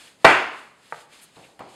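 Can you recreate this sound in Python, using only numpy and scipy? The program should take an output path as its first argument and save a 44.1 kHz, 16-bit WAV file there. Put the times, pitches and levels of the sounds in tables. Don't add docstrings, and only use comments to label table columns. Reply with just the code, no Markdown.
import sys
import numpy as np
from scipy import signal
from scipy.io import wavfile
from scipy.ndimage import uniform_filter1d

SR = 44100
rng = np.random.default_rng(int(sys.argv[2]) if len(sys.argv) > 2 else 0)


def file_out(sig):
    cols = np.atleast_2d(sig).T
    lim = np.clip(cols, -1, 1)
    pcm = np.round(lim * 32767).astype(np.int16)
    wavfile.write(sys.argv[1], SR, pcm)


N = 77175
T = np.arange(N) / SR
CONTACT_RISE_S = 0.0006
# (time [s], level [dB],
# contact spread [s])
LANDINGS = [(.2447, 1, .0012), (0.2473, 3, .003), (0.2485, 3, 0.0067), (0.267, -14, .002),
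            (0.3064, -6.5, .002)]


def slam():
    # (frequency [Hz], density [dB])
    clack_spectrum = [(40, -20.5), (90, -12), (150, -4.5), (260, -6.5), (450, -1), (700, 3), (1000, 0.5),
                      (1500, 0), (2300, -3.5), (3300, -20), (4400, -11.5), (6000, -35.5), (8500, -27.5),
                      (12000, -47.5), (16000, -55)]
    clack_db, puff_db = -4.5, -24
    contact_power = sum((from_db(db) * swell(s, CONTACT_RISE_S, 2 * np.log(1000) * spread_s)) ** 2
                        for s, db, spread_s in LANDINGS)
    clack = np.sqrt(contact_power) * noise(clack_spectrum)
    puff = ring(clicks(LANDINGS[:2]), hz=28.72, t60_s=0.017)
    return from_db(clack_db) * clack + from_db(puff_db) * puff


def bench():
    # (frequency [Hz], level [dB])
    long_modes = [(88, -37.5), (160, -33), (381, -22.5), (621, -24), (670, -15), (783, -15), (888, -14),
                  (1042, -18), (1308, -19.5), (1482, -16), (1532, -14), (1660, -20), (1888, -20.5),
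                  (1981, -20), (2324, -16), (2441, -23.5)]
    # (frequency [Hz], level [dB], t60 [s])
    knock_modes = [(150, -20, .06), (495, -13, 0.066), (671.4, -2, 0.14), (770.6, -5, 0.075),
                   (1043.3, -5, 0.091)]
    knock_db, hum_db = -7, -2
    edge, flat = clicks(LANDINGS[:1]), clicks(LANDINGS[1:2])
    knock = sum(from_db(db) * ring(flat, hz, t60_s) for hz, db, t60_s in knock_modes)
    hum = sum((-1) ** k * from_db(db) * ring(edge, hz, t60_s=0.45)
              for k, (hz, db) in enumerate(long_modes))
    return from_db(knock_db) * knock + from_db(hum_db) * hum


def slam_tail():
    # (frequency [Hz], density [dB])
    spectrum = [(30, -41), (60, -24), (90, -15), (200, -15.5), (300, -2), (500, -3.5), (750, 0), (1050, 2),
                (1500, 1), (2400, 0.5), (3400, -15), (4600, -22), (6200, -23.5), (8600, -24),
                (10300, -39.5), (12000, -55)]
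    return from_db(-7) * reflections(spectrum, start_s=LANDINGS[0][0])


def tap():
    # (time [s], level [dB])
    hits = [(0.924, -30)]
    # (delay [s], gain [dB])
    echoes = [(.0036, -5.5), (.0085, -14), (.015, -18), (.020, -12)]
    # (frequency [Hz], level [dB], t60 [s])
    modes = [(490, -0.5, 0.036), (700, -2, 0.083), (928, 6.5, 0.038), (1258, 9.5, 0.021),
             (1500, 5.5, 0.027), (1806, 1.5, 0.014), (2270, -9, 0.014)]
    low_hz, high_hz = 480, 2460
    direct = clicks(hits)
    returns = clicks([(s + delay_s, db + gain_db) for s, db in hits for delay_s, gain_db in echoes])
    force = butterworth(direct + returns, 8, high_hz)
    knock = sum(from_db(db) * ring(force, hz, t60_s) for hz, db, t60_s in modes)
    hum = from_db(-19) * ring(direct, hz=156.7, t60_s=0.15)
    return butterworth(knock, 4, low_hz, "high") + hum


def bumps():
    # (time [s], level [dB], rise [s], t60 [s], low-pass corner [Hz])
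    pushes = [(0, -58, .004, 0.25, 704), (.214, -50.5, 0.0057, .1, 1470), (1.36, -37, 0.012, 0.34, 801),
              (1.592, -31, 0.00033, 0.056, 1200), (1.602, -29, 0.004, 0.11, 1370),
              (1.618, -36, 0.0015, 0.34, 895)]
    # (frequency [Hz], density [dB])
    spectrum = [(30, -43), (55, -16), (85, -9), (170, 0.5), (260, -1), (370, -0.5), (550, -0.5), (850, 4.5),
                (1500, -3.5), (3000, -5.5), (8000, 0), (16000, -21)]
    shuffle = noise(spectrum)
    return sum(from_db(db) * swell(s, rise_s, t60_s) * butterworth(shuffle, 2, hz)
               for s, db, rise_s, t60_s, hz in pushes)


def ticks():
    # (time [s], level [dB])
    catches = [(1.4454, -52), (1.5919, -41)]
    # (frequency [Hz], density [dB])
    spectrum = [(100, -27), (1000, 7.5), (3000, 1), (6000, -12), (10000, -14), (16000, -26)]
    return noise(spectrum) * sum(from_db(db) * swell(s, CONTACT_RISE_S, t60_s=0.047) for s, db in catches)


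def rubbing():
    # (time [s], level [dB])
    strokes = [(0, -47.5), (.08, -50.5), (.18, -64), (.24, -55), (.5, -60), (.59, -52), (.75, -66.5),
               (.85, -57.5), (.92, -53.5), (1.01, -50), (1.085, -65.5), (1.13, -51), (1.23, -53),
               (1.315, -61), (1.36, -55.5), (1.455, -55), (1.575, -64.5), (1.66, -64.5), (1.70, -54.5),
               (1.75, -53.5)]
    # (frequency [Hz], density [dB])
    spectrum = [(60, -16), (240, -9.5), (600, -9.5), (1400, -4), (2700, -2.5), (4500, -5.5), (6500, -10),
                (9300, -7.5), (12000, -27.5), (16000, -32)]
    grain_db, grains_per_s = 0.5, 60
    grain = uniform_filter1d(rng.standard_normal(N), int(SR / grains_per_s))
    roughness = from_db(grain_db * grain / grain.std())
    friction = from_db(np.interp(T, *np.transpose(strokes))) * noise(spectrum)
    return roughness * (friction + skims())


def skims():
    # (start [s], length [s], level [dB], centre [Hz], width [Hz])
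    slides = [(0.069, 0.016, -49, 3030, 1210), (1.102, 0.089, -60, 2170, 1110),
              (1.208, 0.05, -50.5, 9700, 3600), (1.357, 0.013, -51, 3500, 1500),
              (1.429, 0.035, -52, 2550, 700)]
    out = np.zeros(N)
    for s, length_s, db, hz, width_hz in slides:
        rasp = butterworth(rng.standard_normal(N), 2, [hz - width_hz / 2, hz + width_hz / 2], "band")
        arch = np.sin(np.pi * np.clip((T - s) / length_s, 0, 1))
        out += from_db(db) * arch * rasp / rasp.std()
    return out


def workshop(x):
    # (frequency [Hz], level [dB])
    colour = [(30, -22), (90, 2), (300, 6), (650, 5), (1400, -1), (2500, 6), (5000, 7), (9000, 4.5),
              (16000, -17)]
    response = reflections(colour, start_s=0)
    return signal.fftconvolve(x, response / np.sqrt(np.sum(response ** 2)))[:N]


def reflections(colour, start_s):
    # (frequency [Hz], t60 [s])
    room_t60 = [(80, 0.45), (300, 0.55), (1000, 0.62), (2500, .58), (5000, 0.63), (10000, 0.29)]
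    build_s = 0.027
    bands = [(hz, from_db(at_hz(colour, hz)) * band) for hz, band in noise_bands()]
    age_s = np.maximum(T - start_s, 0)
    tail = sum(band * decay(age_s, at_hz(room_t60, hz)) for hz, band in bands)
    build = 1 - np.exp(-(age_s / build_s) ** 2)
    return tail * build / sum(band for _, band in bands).std()


def room_tone():
    # (frequency [Hz], density [dB])
    spectrum = [(30, -13), (70, -6.5), (145, 4.5), (200, 2.5), (330, 2.5), (800, -1.5), (2500, -18.5),
                (8000, -20), (16000, -40.5)]
    return from_db(-62) * noise(spectrum)


def from_db(db):
    return 10 ** (np.asarray(db) / 20)


def at_hz(points, hz):
    points_hz, values = np.transpose(points)
    return np.interp(np.log(hz), np.log(points_hz), values)


def butterworth(x, order, hz, kind="low"):
    return signal.sosfilt(signal.butter(order, hz, kind, fs=SR, output="sos"), x)


def decay(age_s, t60_s):
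    return np.exp(-np.log(1000) * np.maximum(age_s, 0) / t60_s)


def swell(start_s, rise_s, t60_s):
    return np.clip((T - start_s) / rise_s, 0, 1) * decay(T - start_s - rise_s, t60_s)


def noise_bands():
    edges_hz = 22 * 2 ** (np.arange(30) / 3)
    white = rng.standard_normal((2, N + SR // 4))
    for k, (low, high) in enumerate(zip(edges_hz, edges_hz[1:])):
        yield np.sqrt(low * high), butterworth(white[k % 2], 2, [low, high], "band")[-N:]


def noise(spectrum):
    x = sum(from_db(at_hz(spectrum, hz)) * band for hz, band in noise_bands())
    return x / x.std()


def ring(force, hz, t60_s):
    r, w = np.exp(-np.log(1000) / (t60_s * SR)), 2 * np.pi * hz / SR
    return signal.lfilter([0, np.sin(w)], [1, -2 * r * np.cos(w), r * r], force + 1e-18)


def clicks(rows):
    force = np.zeros(N)
    for s, db, *_ in rows:
        force[int(s * SR)] += from_db(db)
    return force


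def scene():
    tap_send_db, nudge_send_db = -11.5, -7
    knock = tap()
    nudges = bumps() + ticks()
    landing = slam() + bench() + slam_tail()
    reverb = workshop(from_db(tap_send_db) * knock + from_db(nudge_send_db) * nudges)
    return (landing + knock + nudges + reverb + rubbing() + room_tone())[None]


def record(dry):
    notch_hz, stop_hz = 5667, 16700
    x = signal.lfilter(*signal.iirnotch(notch_hz, Q=11, fs=SR), dry)
    clipped = 0.98 * x / (1 + x ** 8) ** (1 / 8)
    return signal.sosfilt(signal.cheby2(16, 80, stop_hz, fs=SR, output="sos"), clipped)


dry = scene()
out = record(dry)
file_out(out)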